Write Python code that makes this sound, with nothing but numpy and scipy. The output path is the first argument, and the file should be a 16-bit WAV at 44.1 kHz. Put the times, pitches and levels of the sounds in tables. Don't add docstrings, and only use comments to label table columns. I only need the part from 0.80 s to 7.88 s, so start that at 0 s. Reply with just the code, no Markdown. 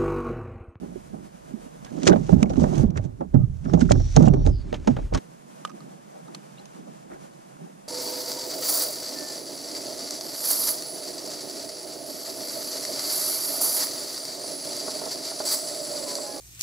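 import sys
import numpy as np
from scipy import signal
from scipy.fft import rfft, irfft, next_fast_len
from scipy.io import wavfile
from scipy.ndimage import uniform_filter1d, map_coordinates

SR = 44100
rng = np.random.default_rng(int(sys.argv[2]) if len(sys.argv) > 2 else 0)


def elevation(decibels):
    levels = np.asarray(decibels, float)
    return 10 ** (levels / 20)


def store_pcm(level_fs):
    pcm = np.round(np.clip(level_fs, -1, 1) * 32767).astype(np.int16)
    wavfile.write(sys.argv[1], SR, np.atleast_2d(pcm).T)


N = 312228
CUT_S = 4.395

# (centre [Hz], width of one pass [Hz], gain [dB])
HULL_MODES = [(166, 47.7, -4), (210.7, 59, 0), (261.8, 70.3, -1.5), (340, 51.6, -4), (388.2, 49, -7)]
# (centre [Hz], width of one pass [Hz], gain [dB])
WELL_MODES = [(449.3, 56, 3), (600, 112, 8), (800, 154, 5), (1206, 530, -14)]
# (frequency [Hz], relative gain [dB])
SMACK_COLOUR = [(900, 17), (1500, 8.5), (2700, 4), (4000, 1), (6000, -14.5)]
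# (frequency [Hz], relative gain [dB])
SPRAY_COLOUR = [(3000, -4.5), (4800, -3.5), (6400, 2.5), (8000, -7), (9200, -14), (10500, -17),
                (12000, -64), (15000, -62.5)]
# (time [s], level [dB], left-right shift before clipping [dB])
BOAT_ROCKING = [(0.0, -58, -11), (0.02, -52.5, 0), (1.09, -67, -1), (1.38, -42, -1.5), (1.48, -43.5, 2.5),
                (1.53, -21.5, -3.5), (1.62, -28, -1), (1.68, -41, 2), (1.79, -21, -2), (1.91, -34, -1.5),
                (2.07, -20.5, -4), (2.13, -44.5, 1), (2.21, -34.5, -1), (2.41, -47, 0.5), (2.57, -33, 0.5),
                (2.84, -37, 1), (2.94, -30.5, -2), (3.06, -25, 1), (3.15, -22, 0.5), (3.46, -27.5, -1),
                (3.52, -22, 0.5), (3.59, -27.5, 3), (3.68, -20, 0), (3.9, -38.5, 2.5), (4.25, -28.5, 5),
                (4.3, -39.5, 7.5), (4.35, -25.5, 3.5), (4.4, -31.5, 7.5)]
# (time [s], side gain [dB])
TREBLE_WIDTH = [(0, 2.5), (2.3, 3.5), (3.6, -3), (3.9, -24.5), (4.38, -37), (4.4, 3), (7.08, 2.5)]


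def unit(x):
    return x / np.sqrt(np.mean(x ** 2) + 1e-20)


def along(points, hz):
    f, v = np.transpose(points)
    return np.interp(np.log(hz + 1), np.log(f + 1), v)


def curves(rows):
    s, *cols = np.transpose(rows)
    return [np.interp(np.arange(N) / SR, s, c, -120, -120) for c in cols]


def held(times, values, ahead_s=.02):
    t = np.arange(N) / SR + ahead_s
    latest = np.clip(np.searchsorted(times, t) - 1, 0, None)
    return values[latest], np.abs(t - times[latest])


def filtered(x, response):
    m = next_fast_len(N + 8192)
    return irfft(rfft(x, m) * response(np.fft.rfftfreq(m, 1 / SR)), m)[..., :N]


def coloured(x, points):
    return unit(filtered(x, lambda hz: elevation(along(points, hz))))


def ringing(x, modes):
    def one_pass(f):
        total = 0
        for k, (centre, width_hz, db) in enumerate(modes):
            mode = 1j * f * width_hz / (centre * centre - f * f + 1j * f * width_hz)
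            total = total + (-1) ** k * elevation(db / 2) * mode
        return total
    return unit(filtered(x, lambda f: one_pass(f) ** 2))


def lumpy(knots_per_s, depth_db):
    knots = rng.standard_normal(int(N * knots_per_s / SR) + 4)
    wander = map_coordinates(knots, [np.arange(N) * knots_per_s / SR])
    return elevation(depth_db * wander) * rng.standard_normal((2, N))


def wavering(hz, width_hz):
    slow = filtered(rng.standard_normal((2, 2, N)), lambda f: 1 / (1 + (f / width_hz) ** 2))
    phase = 2 * np.pi * np.cumsum(np.clip(hz, 0, SR / 2)) / SR
    return unit(slow[0] * np.cos(phase) + slow[1] * np.sin(phase))


def decays(times, db, t60_s, rise_s):
    env, t = np.zeros(N + SR), np.arange(SR // 3) / SR
    for s, level_db, life_s in zip(times, db, t60_s):
        env[round(s * SR):][:len(t)] += elevation(level_db - 60 * t / life_s) * (1 - np.exp(-t / rise_s))
    return env[:N]


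def swells(times, db, rise_s, t60_s):
    power = np.zeros(N)
    for s, level_db, up, down in np.broadcast(times, db, np.clip(rise_s, .005, 5), np.clip(t60_s, .01, 5)):
        i, j = max(round((s - up) * SR), 0), min(round((s + down) * SR), N)
        t = np.arange(i, j) / SR - s
        power[i:j] += elevation(2 * (level_db - 60 * np.maximum(t / down, -t / up)))
    return np.sqrt(power)


def wavelets(times, db, hz, swell_s, sags=1):
    out, t = np.zeros((2, N + SR)), np.arange(SR // 4) / SR
    start = rng.uniform(0, 2 * np.pi, (len(times), 2, 1)) * [[0], [1]]
    sag_t = t + sags * 0.18 * 0.018 * (1 - np.exp(-t / 0.022))
    for s, level_db, f, rise_s, phase in zip(times, db, hz, np.clip(swell_s, .001, .03), start):
        env = t / rise_s * np.exp(1 - t / rise_s)
        out[:, round(s * SR):][:, :len(t)] += elevation(level_db) * env * np.sin(2 * np.pi * f * sag_t + phase)
    return out[:, :N]


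def ports(pair, more_db=0, loose=1):
    # (frequency [Hz], left lead [rad])
    lead_rows = [(0, 0.1), (240, -1.5), (520, -3), (1120, -3.6), (1640, -5.2), (4570, -6.4), (7240, -7.4),
                 (9820, -6.8), (15000, -6.4)]
    # (frequency [Hz], left-right [dB])
    tilt_rows = [(60, -3.5), (120, -10), (240, -10.5), (470, -10), (940, -1.5), (1880, -4.5), (3740, -3),
                 (7450, -5.5), (14800, -4)]
    # (frequency [Hz], share [0-1])
    loose_rows = [(30, 0.28), (120, 0.32), (250, 0.53), (600, 0.088), (1200, 0.36), (3000, 0.31),
                  (8000, 0.65), (14000, 0.76)]

    def side(sign):
        def response(hz):
            share = np.clip(loose * along(loose_rows, hz), 0, 1)
            gain = elevation(sign * (along(tilt_rows, hz) + more_db) / 2)
            turn = np.exp(.5j * sign * np.interp(hz, *np.transpose(lead_rows)))
            return gain * turn * [np.sqrt(1 - share / 2), sign * np.sqrt(share / 2)]
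        return filtered(pair, response).sum(0)
    return np.array([side(0.86), side(-1.085)])


def spread(pair, side_db):
    mid, side = (pair[0] + pair[1]) / 2, (pair[0] - pair[1]) / 2 * elevation(side_db)
    return np.array([mid + side, mid - side])


def low_cut(x, hz):
    return filtered(x, lambda f: 1 / np.sqrt(1 + (hz / (f + 1)) ** 40))


def thrashing():
    # (time [s], relative drumming level [dB], relative note level [dB],
    # starting note [Hz], drumming t60 [s])
    flop_rows = [(.02, -30.5, -37, 194, 0.63), (.34, -31.5, -40, 184.7, 0.42),
                 (.71, -38.5, -56.5, 207, 0.71), (1.01, -58, -46, 175.1, 1.12),
                 (1.12, -30.5, -44, 189, 1.5), (1.18, -25, -40.5, 201.6, 1.2),
                 (1.235, -22.5, -38.5, 207, 0.47), (1.275, -11, -28, 206, 0.34),
                 (1.31, -8, -13, 185.1, 0.3), (1.495, -19, -27, 152.2, 0.55),
                 (1.53, -16, -19.5, 160.3, 0.42), (1.63, -13.5, -17, 182.8, 0.12),
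                 (1.66, -22, -26, 190.1, .4), (1.71, -22.5, -34, 155.8, .8), (1.78, -19.5, -28.5, 158.7, 1),
                 (1.83, -20, -20, 174.9, 0.23), (1.915, -24, -37.5, 165.6, 0.94),
                 (1.98, -21.5, -21, 140.1, 0.54), (2.04, -16.5, -17.5, 189.1, 0.1),
                 (2.17, -25, -22, 129.9, 0.14), (2.245, -31.5, -37, 123.3, 0.33),
                 (2.413, -23.5, -37, 201.8, 0.22), (2.55, -17.5, -28, 141.5, 0.27),
                 (2.6, -41.5, -20.5, 130.1, 0.45), (2.845, -33.5, -29.5, 169, 0.75),
                 (2.87, -26, -27, 167, 0.68), (2.941, -13, -20, 160.6, 0.46), (3.02, -18, -21, 173.6, 0.18),
                 (3.11, -14.5, -14, 132, 0.34), (3.18, -28.5, -18.5, 109.4, 0.27),
                 (3.372, -13, -14.5, 145, 0.6), (3.421, -13, -17, 158.9, 0.59),
                 (3.48, -14, -21, 149.6, 0.28), (3.54, -14.5, -32, 128, 0.18), (3.596, -42, -21, 123.2, .3),
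                 (3.67, -16.5, -35.5, 111.7, 0.2), (3.71, -40, -17.5, 109.1, 0.16),
                 (3.845, -35, -43, 110, 1.2), (3.927, -28.5, -34.5, 123, 0.32),
                 (4.081, -16, -30.5, 188.3, 0.25), (4.11, -30, -19, 144.8, 0.26),
                 (4.176, -26, -28.5, 113.1, 0.25), (4.328, -26.5, -27.5, 108.5, 0.42),
                 (4.35, -21.5, -22.5, 109.9, 0.19)]
    # (time [s], relative fizz level [dB], relative spatter level [dB],
    # 60 dB rise before clipping [s], t60 [s])
    splash_rows = [(1.059, -58, -36.5, 0, 0.17), (1.215, -47, -52.5, 0.4, .08),
                   (1.263, -28, -35.5, 0.05, 0.05), (1.282, -28.5, -29.5, 0.1, 0.042),
                   (1.33, -53.5, -34.5, 0.8, 0.17), (1.44, -51, -58, 0.3, 0.2),
                   (1.5, -45, -46.5, 0.4, 0.15), (1.53, -46.5, -40, 0.2, 0.15),
                   (1.634, -44.5, -38, 0.2, .03), (1.77, -49, -53, 0.3, .1),
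                   (1.805, -40, -53.5, 0.12, 0.12), (1.838, -44, -52, .1, .06),
                   (1.9, -48.5, -53.5, -2.5, 0.18), (1.95, -46, -48, -0.5, 0.14),
                   (1.99, -42, -50, 0.5, 0.21), (2.03, -52.5, -55, 4, 0.028),
                   (2.178, -38, -39.5, 0.06, 0.033), (2.25, -51, -44, 0.17, 0.092),
                   (2.94, -53.5, -50, 0, .15), (3.01, -37.5, -42, 0.1, .12), (3.121, -22, -27, 0.07, 0.02),
                   (3.14, -57, -62, .005, 1), (3.364, -16, -27, -0.02, 0.022),
                   (3.425, -30.5, -41.5, -0.4, 0.033), (3.47, -43.5, -45, 2, 0.03),
                   (3.54, -56, -47, .005, .18), (3.67, -41.5, -46.5, 0.1, 0.12),
                   (3.94, -57, -44.5, -0.5, .25), (4.08, -53, -36, .03, 0.17), (4.11, -62, -46, .1, .5),
                   (4.19, -62, -47, .05, .25), (4.339, -42, -36, .005, 0.046), (4.38, -57, -24, 0, 0.044)]
    # (frequency [Hz], relative gain [dB])
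    rock_colour = [(12, -20.5), (30, 19), (40, 26), (55, 16), (85, 21), (120, -57.5)]
    rise_s, note_sag_share, sag_s = 0.05, .15, .08
    s, drum_db, note_db, hz, t60_s = np.transpose(flop_rows)
    start_hz, since_s = held(s, hz)
    note_hz = uniform_filter1d(start_hz * (1 - note_sag_share * (1 - np.exp(-since_s / sag_s))), size=400)
    rock = elevation(curves(BOAT_ROCKING)[0]) * coloured(lumpy(6.4, 1.5), rock_colour)
    note = swells(s, note_db - 2.5, rise_s, 1.55 * t60_s) * wavering(note_hz, width_hz=32.8)
    drum = swells(s, drum_db - 6, rise_s, t60_s) * ringing(lumpy(30, 2), HULL_MODES)
    slosh = swells(s, drum_db - 14, rise_s, 0.89 * t60_s) * ringing(lumpy(60, 3.5), WELL_MODES)
    s, fizz_db, spatter_db, splash_rise_s, t60_s = np.transpose(splash_rows)
    fizz = swells(s, fizz_db - 4.0, splash_rise_s, t60_s) * coloured(lumpy(300, 3.2), SPRAY_COLOUR)
    spatter = swells(s, spatter_db - 8.0, splash_rise_s, t60_s) * coloured(lumpy(350, 3.2), SMACK_COLOUR)
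    return rock + note + drum + slosh + fizz + spatter


def blows():
    # (time [s], relative level [dB], settled cavity pitch [Hz])
    slap_rows = [(.158, -39, 600), (.343, -35.5, 610), (1.114, -41.5, 593), (1.178, -27, 625),
                 (1.267, -13.5, 465), (1.293, -12, 412), (1.331, -11.5, 577), (1.358, -18.5, 453),
                 (1.493, -19, 710), (1.526, -31, 580), (1.604, -28, 607), (1.629, -22, 800),
                 (1.641, -26, 760), (1.701, -23, 468), (1.736, -34.5, 570), (1.771, -26, 485),
                 (1.797, -23, 800), (1.818, -21.5, 481), (1.838, -15.5, 556), (1.8386, -24, 846),
                 (1.855, -28.5, 620), (1.932, -29, 587), (1.962, -27, 503), (1.995, -25, 455),
                 (2.035, -22.5, 488), (2.157, -29.5, 616.8), (2.19, -28.5, 553), (2.407, -22, 750),
                 (2.41, -20, 480), (2.541, -28, 496), (2.853, -38.5, 510), (2.881, -31, 574),
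                 (2.936, -16.5, 514), (2.972, -24, 645), (3.01, -23, 502), (3.108, -9.5, 598),
                 (3.197, -27, 600), (3.366, -5.5, 634), (3.404, -16, 522), (3.474, -12, 655),
                 (3.535, -16.5, 570), (3.652, -30.5, 715), (3.668, -14.5, 574), (3.845, -46, 487.1),
                 (3.927, -18, 556), (4.074, -11.5, 796), (4.095, -25.5, 560), (4.168, -25, 490),
                 (4.186, -26, 620), (4.324, -21.5, 476), (4.345, -16.5, 830)]
    # (time [s], relative level [dB], settled pitch [Hz])
    boom_rows = [(0.028, -24.5, 255), (0.121, -35, 193), (.156, -29.5, 340), (0.304, -37, 171),
                 (0.344, -29, 154), (.461, -48.5, 171), (.545, -42.5, 178), (0.708, -36, 241),
                 (0.738, -24.5, 200), (0.861, -35, 220), (1.025, -35, 187), (1.117, -30.5, 186),
                 (1.176, -25, 247), (1.286, -11, 316), (1.291, -14, 279), (1.314, -11.5, 185),
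                 (1.444, -31, 126.6), (1.492, -15, 345), (1.525, -8, 168), (1.56, -16.5, 170),
                 (1.626, -6.5, 187), (1.706, -14, 171), (1.776, -12, 243), (1.802, -14, 191),
                 (1.82, -13, 169.5), (1.838, -9.5, 209), (1.913, -23, 223), (1.979, -21, 131.5),
                 (2.034, -6.5, 192), (2.101, -25, 113), (2.168, -20.5, 126.7), (2.196, -17, 91),
                 (2.228, -23.5, 94.4), (2.251, -20.5, 133), (2.407, -27.5, 365), (2.54, -21.5, 386),
                 (2.544, -6, 128), (2.545, -9.5, 223.5), (2.566, -4.5, 120), (2.586, -13.5, 116.5),
                 (2.603, -10, 116), (2.62, -12.5, 117), (2.636, -10.5, 112.6), (2.862, -18, 198.6),
                 (2.937, -9.5, 158), (3.014, -14.5, 196), (3.024, -9, 225), (3.102, -10, 108.3),
                 (3.372, -10.5, 190), (3.413, -15, 175.5), (3.442, -8, 149.4), (3.471, -7.5, 193),
                 (3.5, -12, 140), (3.555, -12, 112), (3.578, -12.5, 109.4), (3.645, -14.5, 111),
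                 (3.79, -35.5, 173), (4.001, -34.5, 109), (4.076, -15.5, 361), (4.074, -14, 206),
                 (4.084, -10.5, 217), (4.1, -12.5, 213), (4.35, -20.5, 248)]
    slap_t60_s, knock_swell_s, boom_swell_s = 0.058, 0.0027, 0.0052
    s, db, hz = np.transpose(slap_rows)
    rattle = ringing(rng.standard_normal((2, N)), WELL_MODES)
    slap = decays(s, db - 1.5, slap_t60_s + 0 * s, rise_s=0.0016) * rattle
    knock = wavelets(s, db - 4.5, hz, knock_swell_s + 0 * s)
    s, db, hz = np.transpose(boom_rows)
    boom = wavelets(s, db - 3.0, hz, boom_swell_s + 0 * s)
    return slap + knock + boom


def smacks():
    # (time [s], relative smack level [dB], spray against smack before trim [dB],
    # t60 [s], left-right shift before port tilt [dB])
    smack_rows = [(1.0462, -40, 8, 0.034, -6), (1.2195, -41, 11, 0.031, 1), (1.2314, -30.5, 8, 0.028, -1),
                  (1.2693, -18.5, 3, 0.043, 2.5), (1.2735, -16.5, 8.5, 0.015, -1),
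                  (1.2777, -14, 6.5, 0.02, -7.5), (1.283, -23, -6, 0.062, -1.5),
                  (1.2952, -23.5, 4, 0.025, -3), (1.315, -30, -27, 0.02, -7),
                  (1.328, -24.5, -14, .03, -2.5), (1.3596, -34.5, -7, 0.03, -13),
                  (1.4645, -52, 10, .025, -9), (1.4915, -43, 3, .03, -11), (1.518, -46, -2, .015, -9),
                  (1.538, -48, 8, .025, -9), (1.6055, -45, 2, .03, -8), (1.628, -13.5, 4, 0.011, -8),
                  (1.6574, -38.5, -5, 0.02, -7), (1.695, -49.5, 11.5, 0.065, -12),
                  (1.703, -44.5, 0, .02, -14.5), (1.733, -42, -4, 0.043, -13),
                  (1.7567, -42.5, -10, 0.04, -14.5), (1.765, -44, 4, .012, -15),
                  (1.796, -54, 10, 0.035, -15), (1.832, -47, 9, 0.03, -12), (1.84, -39, 1, 0.018, -18.5),
                  (1.9425, -41, -13, 0.096, -19), (1.976, -46.5, 3, 0.057, -18), (2.001, -42, 0, .012, -15),
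                  (2.0095, -50, 18, .012, -15), (2.103, -49.5, 11, 0.025, -7),
                  (2.036, -51, -26.5, .033, -10), (2.1567, -46, -18, .031, -7),
                  (2.4075, -40.5, -5, 0.02, -1), (2.1723, -28.5, -10, 0.058, -2.5),
                  (2.541, -44.5, 2, 0.029, -3.5), (2.85, -45, 1, 0.043, 2), (2.935, -26, -4, 0.056, -3),
                  (2.993, -46.5, -2, .027, 2), (3.008, -28.5, 3.5, 0.067, -3), (3.0507, -39, -7, 0.093, 1),
                  (3.099, -39, 2, 0.054, 5.5), (3.1176, -17.5, 0, 0.027, -8.5), (3.198, -46.5, 4, 0.08, -2),
                  (3.339, -41, 3, 0.052, 1), (3.3555, -29, -2, 0.048, -4), (3.3625, -22.5, -3, 0.03, 0),
                  (3.37, -28, 1.5, 0.033, -1), (3.4252, -29, 3, 0.018, -2), (3.454, -30.5, -6, 0.074, -1),
                  (3.467, -35, 2, 0.033, 0), (3.481, -34, 1.5, .03, -4), (3.5358, -30.5, 0, 0.036, -2),
                  (3.6498, -45, 5, 0.051, -9), (3.664, -28.5, 8.5, 0.011, 14),
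                  (3.927, -18, -16, 0.022, 6.5), (3.9397, -25.5, -11, 0.089, -4),
                  (3.998, -42, -2, 0.016, -4), (4.047, -37, -7, 0.015, 0), (4.073, -15, -6.5, 0.035, 5.5),
                  (4.1657, -26, -16.5, 0.043, -4), (4.185, -37, -22, 0.063, -6),
                  (4.3276, -36, -14, 0.071, 13), (4.337, -27, 0, 0.05, 5), (4.3462, -21.5, -2, 0.055, 9.5),
                  (4.36, -39, -8, 0.028, 1), (4.3733, -27, 3, 0.032, -4.5)]
    s, db, spray_db, t60_s, pan_db = np.transpose(smack_rows)
    t60_s = np.clip(t60_s, .008, .2)

    def both(level_db):
        return np.array([decays(s, level_db + sign * pan_db / 2, t60_s, rise_s=0.00084) for sign in (1, -1)])

    ragged, speckled = lumpy(600, 2), lumpy(700, 2.8)
    crack = both(db - 2.5) * ports(coloured(ragged, SMACK_COLOUR), more_db=-1.5)
    spray = both(db + spray_db - 3.0) * ports(coloured(speckled, SPRAY_COLOUR), more_db=5.0)
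    return filtered(spread(crack + spray, *curves(TREBLE_WIDTH)), lambda f: 1 / (1 + 1j * f / 9000) ** 2)


def pops():
    # (time [s], relative level [dB], pitch [Hz], swell before clipping [s])
    pop_rows = [(1.219, -43.5, 1950, .002), (1.248, -42, 3250, 0.0012), (1.2674, -27, 1580, 0.0018),
                (1.273, -16.5, 2950, 0.0013), (1.2732, -20.5, 1360, 0.0019), (1.277, -32.5, 4080, 0.001),
                (1.294, -28.5, 1590, 0.002), (1.317, -28, 1500, 0.0035), (1.33, -33.5, 3350, 0.0013),
                (1.334, -33.5, 1500, 0.0021), (1.38, -51, 3280, 0.0012), (1.4912, -41, 1410, 0.0018),
                (1.522, -48.5, 1530, .006), (1.6067, -40, 1260, .002), (1.6289, -29, 2360, 0.0018),
                (1.6573, -48, 2200, 0.0025), (1.695, -42, 5510, .0015), (1.7386, -40, 1310, 0.0022),
                (1.8398, -34, 1535, 0.0019), (2.068, -55, 3320, 0.0013), (2.1577, -37.5, 1410, 0.0036),
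                (2.175, -37, 1820, 0.0031), (2.5415, -45, 1600, 0.0018), (2.5528, -35.5, 1155, 0.0027),
                (2.843, -51.5, 2300, 0.0013), (2.8532, -34.5, 1270, 0.0032), (2.8965, -38, 1140, .002),
                (2.911, -41, 1155, 0.002), (3.013, -31, 1475, 0.0038), (3.091, -33.5, 1390, 0.0022),
                (3.12, -30, 2970, 0.00097), (3.156, -48, 1590, 0.0018), (3.2, -50, 1700, 0.0027),
                (3.3645, -15, 6370, 0.0015), (3.481, -37.5, 2780, 0.0024), (3.482, -35, 7400, 0.0014),
                (3.905, -50, 2300, 0.002), (3.942, -28.5, 3240, 0.0018), (4.0748, -15.5, 980, .003),
                (4.1674, -34, 1400, 0.0028), (4.3468, -21.5, 1119, 0.0052), (4.3747, -28.5, 1163, 0.0023),
                (5.484, -45, 905, .004), (5.781, -54, 2840, .003), (6.04, -48, 700, .002),
                (6.3, -48, 1570, .002), (6.316, -44, 1570, 0.003), (6.331, -45, 1760, .002),
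                (6.334, -48, 1515, .005), (6.358, -53, 1544, 0.0025), (6.767, -45.5, 1100, .002)]
    s, db, hz, swell_s = np.transpose(pop_rows)
    ragged = .6 + .8 * unit(filtered(rng.standard_normal(N), lambda f: 1 / (1 + (f / 350) ** 2)))
    ring = ragged * wavelets(s, db, hz, swell_s, sags=0)
    return spread(ports(ring, loose=0.51), *curves(TREBLE_WIDTH))


def bird():
    # (time [s], pitch [Hz], relative level [dB], phase sweep within a chirp [rad],
    # lower bands against top [dB])
    trill_rows = [(2.86, 5730, -74, .7, -12), (2.895, 5510, -52, .7, -15), (2.93, 5580, -64, .7, -17),
                  (2.97, 5564, -81, 0.71, -11), (3.09, 5706, -79, .7, -12), (3.13, 5710, -51.5, 1.6, -13),
                  (3.22, 5720, -51, 1.6, -10), (3.34, 5883, -48.5, 1.3, -12), (3.5, 5830, -62, 1.5, -9),
                  (3.65, 5710, -58.5, 1.5, -7), (3.68, 5550, -63, 0.99, -7), (3.715, 5130, -63, 3, -18),
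                  (3.73, 4920, -55.5, 2.6, -15), (3.82, 4550, -57, 2, -16.5), (3.835, 4430, -68, 2.1, -16),
                  (3.9, 4300, -71, 1.5, -16), (3.95, 4400, -85, 1.5, -22.5)]
    top_chirps_per_s, chirps_per_s_per_khz = 124, 17
    hz, upper_db, sweep_rad, lower_db = curves(trill_rows)
    rate = top_chirps_per_s - chirps_per_s_per_khz * (hz.max() - hz) / 1000
    beat = 2 * np.pi * np.cumsum(rate) / SR

    def gate(lag):
        pulse = unit(.35 + (.5 + .5 * np.cos(beat - lag)) ** 2)
        return pulse * elevation(unit(uniform_filter1d(rng.standard_normal(N), size=600)))

    jitter = .075 * np.cumsum(rng.standard_normal(N)) + sweep_rad * np.cos(beat)
    upper = np.sin(2 * np.pi * np.cumsum(hz) / SR + jitter) + .45 * wavering(.97 * hz, width_hz=450)
    lower = wavering(.64 * hz, width_hz=350) + wavering(.76 * hz, width_hz=220)
    song = elevation(upper_db) * (gate(lag=0) * upper + elevation(lower_db) * gate(lag=np.pi) * lower)
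    return spread(ports(song, more_db=6.0, loose=0.54), *curves(TREBLE_WIDTH))


def tackle():
    # (time [s], relative level [dB], relative lid level [dB], ping [Hz], left-right [dB])
    click_rows = [(4.8499, -21.5, -1, 3000, -4.5), (4.852, -28, -20, 3550, 0),
                  (4.8753, -38, -13, 3020, -.5), (4.893, -48, 0, 5470, -8.5),
                  (4.8967, -38, -2.5, 6150, -8.5), (4.903, -43.5, 1.5, 6000, -11),
                  (4.916, -44, -7, 2500, -8.5), (5.005, -40.5, -6, 4400, -6), (5.4815, -45, -5, 3756, -4),
                  (5.5473, -23.5, -22, 4300, 0), (5.549, -30.5, -27, 6100, -5),
                  (5.5496, -29, -30, 7460, -5.5), (5.8555, -33.5, -39.5, 6350, 0)]
    # (pitch [Hz], relative level [dB], t60 [s])
    lid_rows = [(1220, 6, 0.035), (1500, -13, 0.039), (570, -10.5, 0.032)]
    out, t = np.zeros((2, N + SR)), np.arange(SR // 8) / SR
    lid = sum(elevation(db - 60 * t / t60_s) * np.sin(2 * np.pi * hz * t) for hz, db, t60_s in lid_rows)
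    for s, db, lid_db, hz, pan_db in click_rows:
        ping = 0.27 * elevation(-60 * t / 0.011) * np.sin(2 * np.pi * hz * t)
        crack = 0.22 * elevation(-60 * t / 0.026) * rng.standard_normal((2, len(t)))
        click = elevation(db + 6.0) * (elevation(lid_db - 9.0) * lid + ping + crack)
        out[:, round(s * SR):][:, :len(t)] += click * elevation([[pan_db / 2], [-pan_db / 2]])

    def band(f):
        high_pass = 1j * f / (400 + 1j * f)
        return high_pass / (1 - (f / 7500) ** 2 + 1.2j * f / 7500) ** 2
    return filtered(out[:, :N], band)


def drips():
    # (time [s], start pitch [Hz], end pitch [Hz], relative level [dB], length [s])
    drip_rows = [(1.059, 1595, 1680, -56, 0.044), (2.588, 1223, 1235, -58.5, 0.075),
                 (5.161, 556, 577, -55, 0.049), (5.77, 3550, 3800, -57, .014),
                 (5.78, 4000, 4150, -55, 0.026), (5.79, 800, 820, -56, 0.05), (6.3, 340, 358, -42, 0.063)]
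    out = np.zeros(N)
    for s, hz, end_hz, db, length_s in drip_rows:
        t = np.arange(round(length_s * SR)) / SR
        mean_hz = hz + (end_hz - hz) * t / (2 * length_s)
        tone = signal.windows.tukey(len(t), .6) * np.sin(2 * np.pi * mean_hz * t)
        out[round(s * SR):][:len(t)] += elevation(db) * tone
    rough = 1 + .45 * unit(uniform_filter1d(rng.standard_normal(N), size=90))
    return rough * out * elevation([[-1.5], [1.5]])


def lake():
    # (time [s], relative level [dB])
    lap_rows = [(0, -48), (1.1, -43.5), (1.3, -41), (2.1, -34.5), (2.5, -60), (2.8, -48), (2.9, -51),
                (4.15, -45.5), (4.38, -47), (4.63, -49.5), (5.15, -48), (7.08, -49.5)]
    # (time [s], relative treble level [dB], relative highest treble level [dB])
    hiss_rows = [(0, -59, -69.5), (1.12, -58.5, -68), (1.44, -56, -73), (1.535, -57, -71.5),
                 (1.56, -63, -77.5), (1.63, -62, -72), (1.65, -74, -83.5), (1.69, -62, -73.5),
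                 (1.99, -48, -63), (2.03, -55, -66), (2.05, -70, -86.5), (2.09, -71, -87.5),
                 (2.23, -69, -79), (2.38, -67.5, -78), (2.78, -65.5, -75), (2.9, -56.5, -77),
                 (3.02, -68, -84), (3.3, -62, -84), (3.43, -54, -82), (3.55, -76, -88), (3.61, -61, -88),
                 (3.73, -63, -84), (3.9, -55.5, -78), (4.0, -61, -77), (4.1, -49.5, -78), (4.24, -59, -75),
                 (4.38, -59, -69), (6.15, -57, -68.5), (7.08, -59.5, -68.5)]
    # (frequency [Hz], relative gain [dB])
    air_colour = [(120, 2.5), (175, 4), (260, -4), (400, -7.5), (600, -1), (850, -6.5), (1300, -13),
                  (2000, -19.5), (4000, -25), (6500, -23), (9800, -29), (12000, -36), (15000, -40)]
    # (frequency [Hz], relative gain [dB])
    rumble_colour = [(15, -3), (30, 0), (60, -3), (100, -10), (130, -40)]
    # (time [s], relative level [dB], relative slosh level [dB], hull note [Hz],
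    # wave t60 [s])
    wave_rows = [(4.7, -46, -8, 230, 0.24), (4.869, -50, -4, 200, 0.72), (4.93, -44, -24, 197, 0.37),
                 (5.029, -42.5, -0.5, 196, 0.97), (5.35, -53, 5.5, 215, 0.95),
                 (5.505, -40.5, -5, 230, 0.42), (5.57, -42, -9, 203, 0.12), (5.79, -49, -5, 193, 0.43),
                 (6.001, -39, -10, 221, 0.68), (6.09, -44, -8, 199.8, 0.36), (6.32, -40.5, 3, 324, 0.38),
                 (6.82, -41.5, -7, 230, 0.55), (6.85, -35, -12, 185, 0.12)]
    (lap_db,), (hiss_db, top_db), (wide_db,) = curves(lap_rows), curves(hiss_rows), curves(TREBLE_WIDTH)
    pair = ports(coloured(lumpy(26, 1.52), air_colour), more_db=4.0, loose=1.21)
    low = filtered(pair, lambda hz: 1 / (1 + (hz / 500) ** 2))
    top = filtered(pair, lambda hz: 1 / (1 + (9000 / (hz + 1)) ** 8))
    treble = unit(pair - low - top) * elevation(hiss_db + 4.5) + unit(top) * elevation(top_db + 2.5)
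    treble = spread(treble, wide_db)

    s, db, slosh_db, hz, t60_s = np.transpose(wave_rows)
    note_hz = held(s, hz, ahead_s=.05)[0]
    after_cut = np.arange(N) > CUT_S * SR
    ripple_db = -54.5
    wave = after_cut * np.hypot(elevation(ripple_db), swells(s, db, 0.2, t60_s))
    slosh = after_cut * np.hypot(elevation(ripple_db - 18.0), swells(s, db + slosh_db, 0.21, 0.53 * t60_s))
    hull = ringing(lumpy(25, 2.6), HULL_MODES) + 0.67 * wavering(note_hz, width_hz=25)
    waves = wave * elevation(-4.0) * hull
    wash = slosh * ringing(lumpy(50, 6.4), WELL_MODES)
    trickle = slosh * elevation(-20.5) * ringing(lumpy(97, 2.7), [(1440, 400, 0)])
    rumble = elevation(-76) * coloured(lumpy(5, 4.1), rumble_colour)
    lapping = unit(low) * elevation(lap_db - 1.0)
    return low_cut(lapping + treble + ports(waves + wash + trickle, more_db=6.5), hz=132) + rumble


def scene():
    shift_db = np.clip(curves(BOAT_ROCKING)[1], -12, 12)
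    before_cut = np.clip((CUT_S - np.arange(N) / SR) / 0.0071, 0, 1)
    boat = ports((thrashing() + blows()) * before_cut) * elevation([shift_db / 2, -shift_db / 2])
    return boat + smacks() + pops() + bird() + tackle() + drips() + lake()


def low_pass(x):
    return signal.sosfilt(signal.butter(12, 15050, fs=SR, output="sos"), x)


def record(dry):
    wet = filtered(dry, lambda hz: 1 / (1 + (hz / 14500) ** 24))
    wet = wet / (1 + np.abs(wet / .96) ** 8) ** (1 / 8)
    return low_pass(wet)


dry = scene()
out = record(dry)
store_pcm(out)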